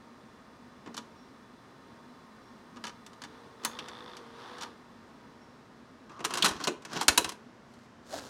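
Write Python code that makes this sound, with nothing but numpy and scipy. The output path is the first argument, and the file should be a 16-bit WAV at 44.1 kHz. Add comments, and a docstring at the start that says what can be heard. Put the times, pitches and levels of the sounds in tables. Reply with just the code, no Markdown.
"""Tape deck ejecting a cassette

Close up in a small room, a deck stops: levers click, a geared loading motor whirrs over the hum of the
head drum, and the carriage lands. A hand lifts the flap and drags the hollow plastic cassette out; it
scrapes, clatters against the slot and is turned in the fingers. Knocks are noise bursts ringing steel
or plastic resonances; scrapes and whirr are streams of tiny friction slips."""
import sys
import numpy as np
from scipy import signal
from scipy.fft import rfft, irfft, next_fast_len
from scipy.io import wavfile
from scipy.ndimage import map_coordinates

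SR = 44100
rng = np.random.default_rng(int(sys.argv[2]) if len(sys.argv) > 2 else 0)


def store_wav(level_fs):
    """Save 16-bit WAV to argv[1]."""
    pcm = np.round(np.clip(np.atleast_2d(level_fs), -1, 1) * 32767)
    wavfile.write(sys.argv[1], SR, pcm.T.astype(np.int16))


N = 365588

# The deck stops, levers shift, the carriage unlatches, travels and lands.
# Each row: start in seconds, level in dB, treble tilt in dB per octave.
DECK_CLICKS = [(0.861, -53.5, -5), (0.873, -52, -5.5), (0.9435, -46, 0), (0.967, -46.5, 4.5),
               (0.977, -38, 1), (2.76, -56, -3), (2.769, -52, -3.5), (2.8395, -39, 0), (2.851, -42, -0.5),
               (2.868, -42, 0.5), (2.879, -49, 1.5), (2.894, -49, -2), (3.0635, -53, 4.5),
               (3.132, -57.5, 0.5), (3.2185, -45.5, 1), (3.237, -45, .5), (3.247, -50, 0.5),
               (3.635, -48, -0.5), (3.6483, -30.5, 2), (3.7885, -44, -1), (3.884, -45.5, 1),
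               (4.168, -48.5, 2), (4.583, -49.5, 0.5), (4.61, -43, 0.5), (4.621, -42, 1.5),
               (4.632, -40.5, 1)]
# The flap lifts; the cassette jerks free, clears the slot and shifts in the hand. Columns as above.
CASSETTE_KNOCKS = [(6.095, -57.5, -5), (6.192, -52.5, -5), (6.204, -48.5, -4.5), (6.242, -40, -2),
                   (6.248, -30, 0.5), (6.3055, -40.5, -2), (6.337, -35.5, 1.5), (6.353, -37.5, -1.5),
                   (6.372, -35, 0.5), (6.382, -40, 1), (6.4232, -34, 2), (6.4435, -27, 0.5),
                   (6.449, -28, 1), (6.4575, -27, 0), (6.463, -31.5, 0), (6.481, -37, 1.5),
                   (6.489, -38, 0.5), (6.51, -41.5, -2), (6.601, -46, -3.5), (6.639, -42.5, -0.5),
                   (6.6475, -42.5, -0.5), (6.6715, -30.5, -2), (6.676, -31.5, -1), (6.821, -56.5, -1.5),
                   (6.85, -45, -1), (6.931, -43.5, 0), (7.0105, -33.5, .5), (7.017, -37.5, -0.5),
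                   (7.028, -42.5, 2), (7.081, -18.5, 2), (7.176, -21, 2.5), (7.244, -34.5, 1),
                   (7.291, -39.5, 1.5), (7.319, -48.5, 0.5), (7.737, -68, 1.5), (8.183, -47.5, -1.5)]
# A hit's four bands: knock, body, clack and edge. Each row: low and high limit in Hz.
HIT_BANDS = [(150, 600), (600, 2200), (2200, 7000), (7000, 15500)]
# One value per band: time to fall 60 dB in seconds, before damping scales it.
BAND_RING_S = [0.17, 0.074, 0.046, 0.037]
# One value per band: its trim in dB, for the deck and for the cassette.
DECK_BAND_DB = [-10.5, -2, -2, -16]
CASSETTE_BAND_DB = [-11.5, -1, 0.14, -7.5]
# Short pitched snaps and hollow knocks of the deck and cassette.
# Each row: start in seconds, pitch in Hz, level in dB.
RINGING_KNOCKS = [(3.649, 9500, -23.5), (3.7888, 3100, -31.5), (6.4231, 3400, -14.5), (6.639, 4800, -23.5),
                  (6.673, 360, -23), (7.0102, 950, -25), (7.176, 419.6, -21.5), (8.132, 620, -30)]
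# The latch spring. Each row: pitch in Hz, level in dB, seconds to fall 60 dB.
SPRING_PARTIALS = [(962, -31.5, 0.13), (1305, -34, 0.074), (6250, -39, 0.15), (6600, -43, 0.23),
                   (7262, -49, .13)]
# Jolts of the cabinet. Each row: start in seconds, level in dB before the trim.
JOLTS = [(6.504, -42), (6.549, -46), (7.087, -31.5), (7.184, -44), (7.254, -47)]

# Sustained moves. Each row: start in seconds, end in seconds, level in dB.
SLOT_PULLS = [(6.12, 6.24, -63), (6.3, 6.66, -48), (6.37, 6.40, -47), (6.445, 6.46, -32),
              (6.885, 6.92, -51.5), (6.935, 7.0, -36), (7.1, 7.31, -49.5)]
FINGER_RUBS = [(7.72, 7.86, -67), (8.125, 8.175, -43.5), (8.21, 8.29, -49.5)]
FLAP_SLIDES = [(6.115, 6.235, -52), (6.31, 6.40, -43.5)]
MOTOR_ON = [(3.3, 3.48, -58), (3.63, 4.67, -55)]
# The gear under load. Each row: start and end in seconds, added whirr in dB, tick level in dB.
GEAR_LOADS = [(3.66, 4.144, -60.5, -54.5), (4.392, 4.66, -55, -58)]
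# The loading motor's speed. Each row: time in seconds, whine pitch in Hz.
MOTOR_PITCH = [(3.25, 430), (3.42, 470.4), (3.62, 455), (3.76, 497), (4.13, 491), (4.3, 457.3), (4.55, 493),
               (4.66, 493), (4.76, 430)]
# The head drum's hum. Each row: time in seconds, level in dB.
DRUM_FADE = [(0, -62), (1.3, -61.5), (3, -59.5), (5, -63), (6, -66.5), (8.29, -82.5)]
# The drum running down. Each row: time in seconds, pitch in Hz, level in dB.
DRUM_COAST = [(4.9, 1034, -100), (5.25, 960, -59), (5.5, 930, -79), (5.9, 880, -91.5)]
# Short high whistles. Each row: time of the peak in seconds, level in dB before the trim.
HIGH_SQUEAKS = [(1.19, -63), (2.46, -66), (3.77, -71), (5.42, -64.5)]

# Resonances of each part. Each row: centre in Hz, width in Hz, relative gain in dB.
CHASSIS_MODES = [(228.7, 11, 12), (299.3, 7.7, 10.5), (828, 40, -1.5), (962, 19, 8), (1220, 63, 1),
                 (1680, 52, -2.5), (3030, 180, 2.5), (3540, 170, 2.5), (4430, 420, -3.5), (5630, 86, 1.5),
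                 (9750, 56, -19)]
SHELL_MODES = [(331, 32, -0.5), (422, 76, -2), (700, 110, -4), (979, 64, -2.5), (1086, 78, -4.5),
               (1490, 61, -5.5), (2580, 37, -4), (2833, 180, -5), (3190, 140, -5.5), (3914, 69, -4),
               (4100, 79, -7.5), (6260, 70, -18), (6990, 38, -4.5), (7900, 200, -14.5), (8700, 180, -9),
               (11060, 300, -12.5)]
FLAP_MODES = [(1127, 260, 0)]
GEAR_MODES = [(934, 40, 1), (1110, 60, -1), (1260, 56, -1), (1800, 180, -1.5), (3530, 170, 5.5),
              (4450, 380, -8), (5300, 310, -17)]
DRUM_MODES = [(226, 27, -3), (929, 8.6, -2.5), (1080, 28, -6.5), (1208, 40, -8), (1806, 17, -11.5),
              (3460, 40, -17.5), (3930, 81, -21), (4780, 46, -23.5), (5100, 33, -31.5), (8240, 200, -34)]
DRUM_BODY_MODES = [(1490, 11000, 0.00099)]
# Tone curves of the noise layers. Each row: frequency in Hz, relative level in dB.
CHATTER_EQ = [(150, -2), (330, -0.5), (650, -5.5), (1050, 0), (1600, 0), (1950, -3.5), (2600, -2),
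              (4200, 0.5), (5000, 0), (7000, 0.5), (9700, -1.5), (11000, -5.5), (13000, -13), (15500, -18)]
SCRAPE_EQ = [(80, -24), (170, 1.5), (330, -1.5), (500, -10), (950, -3.5), (1500, -5), (2150, -11.5),
             (2700, -12), (6000, -11), (8500, -26.5), (15500, -41)]
SKIN_EQ = [(30, -27), (80, -5), (200, -12), (270, 2), (380, -9), (500, 0.5), (660, -3.5), (1020, -6.5),
           (1570, -7), (2290, -19), (4000, -11), (6650, -14), (15000, -33)]
WHIRR_EQ = [(180, -36.5), (300, -8), (388, -1.5), (478, -8.5), (629, -10), (925, -3.5), (1220, -3.5),
            (1340, -8), (1570, -9), (2350, -19.5), (3510, -15), (3810, -17), (5500, -23.5), (7200, -33.5),
            (9800, -34.5), (14000, -48)]
MESH_EQ = [(500, -6), (1000, 6.0), (5500, -3.5), (7000, -27), (12000, -20)]
ROOM_TONE_EQ = [(15, -52), (25, -22), (123, -5.5), (180, -7.5), (242, 3), (293, -6.5), (463, -8),
                (560, -11.5), (659, -10.5), (796, -13), (936, -11), (1790, -17), (2350, -23.5),
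                (5570, -29.5), (16000, -54.5)]
# The room's tail. Each row: frequency in Hz, seconds to fall 60 dB.
WALL_DECAY = [(150, 0.75), (1000, 0.44), (5000, 0.24), (14000, 0.21)]

PULL_ATTACK_S, PULL_RELEASE_S = .014, .022


def strikes(hits, modes, band_db, direct, damping, rise_s):
    """Each contact is a burst of chatter that rings the body; the lows hang on longest."""
    track, t = np.zeros(N), np.arange(SR // 5) / SR
    fade = (1 - np.exp(-t / rise_s)) * amp(-60 * damping * t / np.array(BAND_RING_S)[:, None])
    filters = [signal.butter(3, band, 'bandpass', fs=SR, output='sos') for band in HIT_BANDS]
    onsets_s = [.024, .014, .01, .01]  # each band's level is set over this opening stretch
    octaves = np.log2(np.array(HIT_BANDS) / 2100).mean(axis=1)  # the tilt pivots at 2100 Hz
    chatter = coloured(rng.standard_normal((len(hits), *fade.shape)), CHATTER_EQ)
    spots_db = rng.normal(0, 3, (len(hits), len(modes)))  # each contact point favours other modes
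    for (start, level, tilt), burst, spot in zip(hits, chatter * fade, spots_db):
        struck_modes = [(hz, width, db + lift) for (hz, width, db), lift in zip(modes, spot)]
        rings = resonate(burst, struck_modes, direct)
        levels_db = level + tilt * octaves + band_db
        for ring, sos, onset_s, db in zip(rings, filters, onsets_s, levels_db):
            ring = signal.sosfilt(sos, ring)
            add(track, start, amp(db) * ring / np.std(ring[:int(onset_s * SR)]))
    return track


def ringing_knocks(q=2.2, rise_cycles=3):
    """Each snap or hollow knock rings in one broad resonance; higher ones start and die sooner."""
    track, t = np.zeros(N), np.arange(SR // 5) / SR
    for start, hz, db in RINGING_KNOCKS:
        mode = [(hz, hz / q, 0)]
        ring = resonate(resonate(rng.standard_normal(len(t)), mode), mode)
        t60 = .075 * (hz / 1000) ** -.45
        fade = (1 - np.exp(-t * hz / rise_cycles)) * amp(-60 * t / t60)
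        add(track, start, amp(db) * fade * unit(ring))
    return track


def spring(start_s=3.649, rise_s=0.00065):
    """The released latch leaves its spring ringing."""
    track, t = np.zeros(N), np.arange(SR // 2) / SR
    for hz, db, t60 in SPRING_PARTIALS:
        sway = 1.2 * wobble(200)[:len(t)]  # the loose coil chatters
        fade = amp(db - 60 * t / t60) * (1 - np.exp(-t / rise_s))
        add(track, start_s, fade * np.sin(2 * np.pi * hz * t + sway))
    return track


def cabinet(hz=74, peak_s=.011, trim_db=-2.5):
    """A jolt rocks the cabinet for a couple of low cycles."""
    track, t = np.zeros(N), np.arange(SR // 2) / SR
    swell = t / peak_s
    thump = np.sin(2 * np.pi * hz * t) * swell * np.exp((1 - swell ** 2) / 2)
    for start, db in JOLTS:
        add(track, start, amp(db + trim_db) * thump)
    return track


def hand():
    """The hollow shell scrapes out of the slot, then fingers and sleeve rub on it."""
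    slips = friction(slips_per_s=2800, spread_db=2.0, hiss=0.72)
    scrape = coloured(resonate(slips, SHELL_MODES, direct=0.78), SCRAPE_EQ)
    rub = coloured(friction(slips_per_s=680, spread_db=0.5, hiss=1.0), SKIN_EQ)
    pulling = strokes(SLOT_PULLS, PULL_ATTACK_S, PULL_RELEASE_S) * amp(2.5 * wobble(70))
    rubbing = strokes(FINGER_RUBS, attack_s=0.028, release_s=0.024) * amp(1.3 * wobble(60))
    return pulling * scrape + rubbing * rub


def flap():
    """The thin flap hums in one broad resonance as it drags along the cassette."""
    hum = unit(resonate(resonate(rng.standard_normal(N), FLAP_MODES), FLAP_MODES))
    return strokes(FLAP_SLIDES, PULL_ATTACK_S, PULL_RELEASE_S) * hum


def motor(whine_db=-0.2, cycles_per_tick=9, engage_s=0.03, release_s=0.037):
    """The loading motor whines and whirrs; under load it whirrs harder and its gear ticks."""
    whine_hz, = curves(MOTOR_PITCH)
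    running = strokes(MOTOR_ON, attack_s=.03, release_s=0.073)
    load = strokes([(start, end, db) for start, end, db, _ in GEAR_LOADS], engage_s, release_s)
    ticking = strokes([(start, end, db) for start, end, _, db in GEAR_LOADS], engage_s, release_s)
    cycles = np.cumsum(whine_hz * (1 + .001 * wobble(25))) / SR
    whine = running * amp(whine_db + 0.81 * wobble(14)) * np.sin(2 * np.pi * cycles)
    whirr = (running + load) * coloured(friction(slips_per_s=2400, spread_db=-0.5, hiss=0.85), WHIRR_EQ)
    teeth = cycles / cycles_per_tick
    snaps = np.diff(np.floor(teeth), prepend=0) * amp(1.2 * wobble(60))
    scuff = rng.standard_normal(N) * np.exp(-(teeth % 1) / .16)  # a tooth rubs briefly after each snap
    mesh = coloured(unit(snaps) + .4 * unit(scuff), MESH_EQ)
    return whine + whirr + ticking * unit(resonate(mesh, GEAR_MODES))


def head_drum():
    """The spinning drum hums in the chassis, then coasts down with a falling tone."""
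    spin = resonate(rng.standard_normal(N), DRUM_MODES)
    hum = unit(resonate(spin, DRUM_BODY_MODES, direct=.3))
    hum_db, = curves(DRUM_FADE)
    coast_hz, coast_db = curves(DRUM_COAST)
    coast = amp(coast_db + 2.5 * wobble(9)) * np.sin(2 * np.pi * np.cumsum(coast_hz) / SR)
    return amp(hum_db) * hum + coast


def squeaks(hz=5530, width_hz=110, rise_s=.025, fall_s=.09, trim_db=-6):
    """Short rough whistles near 5.5 kHz, quick to start and slower to fade."""
    t = np.arange(N) / SR
    swell = sum(amp(db + trim_db) * np.exp(-np.maximum((peak - t) / rise_s, (t - peak) / fall_s))
                for peak, db in HIGH_SQUEAKS)
    whistle = filtered(rng.standard_normal(N), lambda f: np.exp(-((f - hz) / width_hz) ** 2))
    return swell * unit(whistle)


def reverb(x, predelay_s=.006):
    """The walls answer with a short tail whose treble dies first."""
    hz, t, noise = signal.stft(rng.standard_normal(SR // 2), SR, nperseg=256)
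    fade = amp(-60 * t / along(WALL_DECAY, hz)[:, None])
    _, tail = signal.istft(noise * fade, SR, nperseg=256)
    response = np.pad(tail / np.linalg.norm(tail), (int(predelay_s * SR), 0))
    return signal.fftconvolve(x, response)[:N]


def room_tone(level_db=-54.5):
    """A dark bed of noise whose level barely wavers."""
    return amp(level_db + 0.384 * wobble(2.7)) * coloured(rng.standard_normal(N), ROOM_TONE_EQ)


def friction(slips_per_s, spread_db, hiss):
    """Tiny slips of uneven size over a smooth hiss."""
    slips = (rng.random(N) < slips_per_s / SR) * rng.standard_normal(N)
    slips *= amp(spread_db * rng.standard_normal(N))
    return unit(slips) + hiss * rng.standard_normal(N)


def strokes(rows, attack_s, release_s):
    """An envelope of moves: each swells up to its start, holds to its end and dies away."""
    t = np.arange(N) / SR
    return sum(amp(db) * np.exp(-np.maximum(0, np.maximum((start - t) / attack_s, (t - end) / release_s)))
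               for start, end, db in rows)


def resonate(x, modes, direct=0):
    """x through a body's resonances, plus a share that radiates directly."""
    return filtered(x, lambda f: direct + sum(
        amp(db) * 1j * f * width / (hz * hz - f * f + 1j * f * width) for hz, width, db in modes))


def coloured(x, eq):
    """x shaped by a tone curve, at rms 1."""
    return unit(filtered(x, lambda hz: amp(along(eq, hz))))


def filtered(x, response):
    """x through a frequency response, given as a function of Hz."""
    n = x.shape[-1]
    padded = next_fast_len(n + SR // 10)
    return irfft(rfft(x, padded) * response(np.fft.rfftfreq(padded, 1 / SR)), padded)[..., :n]


def along(points, hz):
    """A curve's value at hz, interpolated on a log frequency axis."""
    point_hz, values = np.transpose(points)
    return np.interp(np.log(hz + 1), np.log(point_hz + 1), values)


def curves(rows):
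    """One automation lane for each column after the time."""
    times, *columns = np.transpose(rows)
    return [np.interp(np.arange(N) / SR, times, column) for column in columns]


def wobble(rate):
    """A smooth random drift with rate knots a second."""
    knots = rng.standard_normal(int(N * rate / SR) + 4)
    return map_coordinates(knots, [np.arange(N) * rate / SR])


def add(track, start_s, sound):
    """Mix a sound into the track."""
    part = track[round(start_s * SR):][:len(sound)]
    part += sound[:len(part)]


def amp(db):
    """Gain of a level in dB."""
    return 10 ** (np.asarray(db) / 20)


def unit(x):
    """x at rms 1."""
    return x / np.sqrt(np.mean(x ** 2) + 1e-20)


def scene():
    """Deck and cassette over room tone, in mono; only the knocks feed the reverb."""
    deck = strikes(DECK_CLICKS, CHASSIS_MODES, DECK_BAND_DB, direct=1.0, damping=1.03, rise_s=0.00025)
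    cassette = strikes(CASSETTE_KNOCKS, SHELL_MODES, CASSETTE_BAND_DB,
                       direct=0.69, damping=0.95, rise_s=0.00071)
    knocks = deck + spring() + cassette + ringing_knocks()
    room = room_tone() + amp(-14.5) * reverb(knocks)
    machine = cabinet() + motor() + head_drum() + squeaks()
    return (knocks + machine + hand() + flap() + room)[None]


def record(dry, ceiling=.9, top_hz=16000):
    """A soft clip rounds the sharpest peaks, then the very top is cut."""
    rounded = dry / (1 + (dry / ceiling) ** 6) ** (1 / 6)
    return filtered(rounded, lambda hz: hz < top_hz)


dry = scene()
out = record(dry)
store_wav(out)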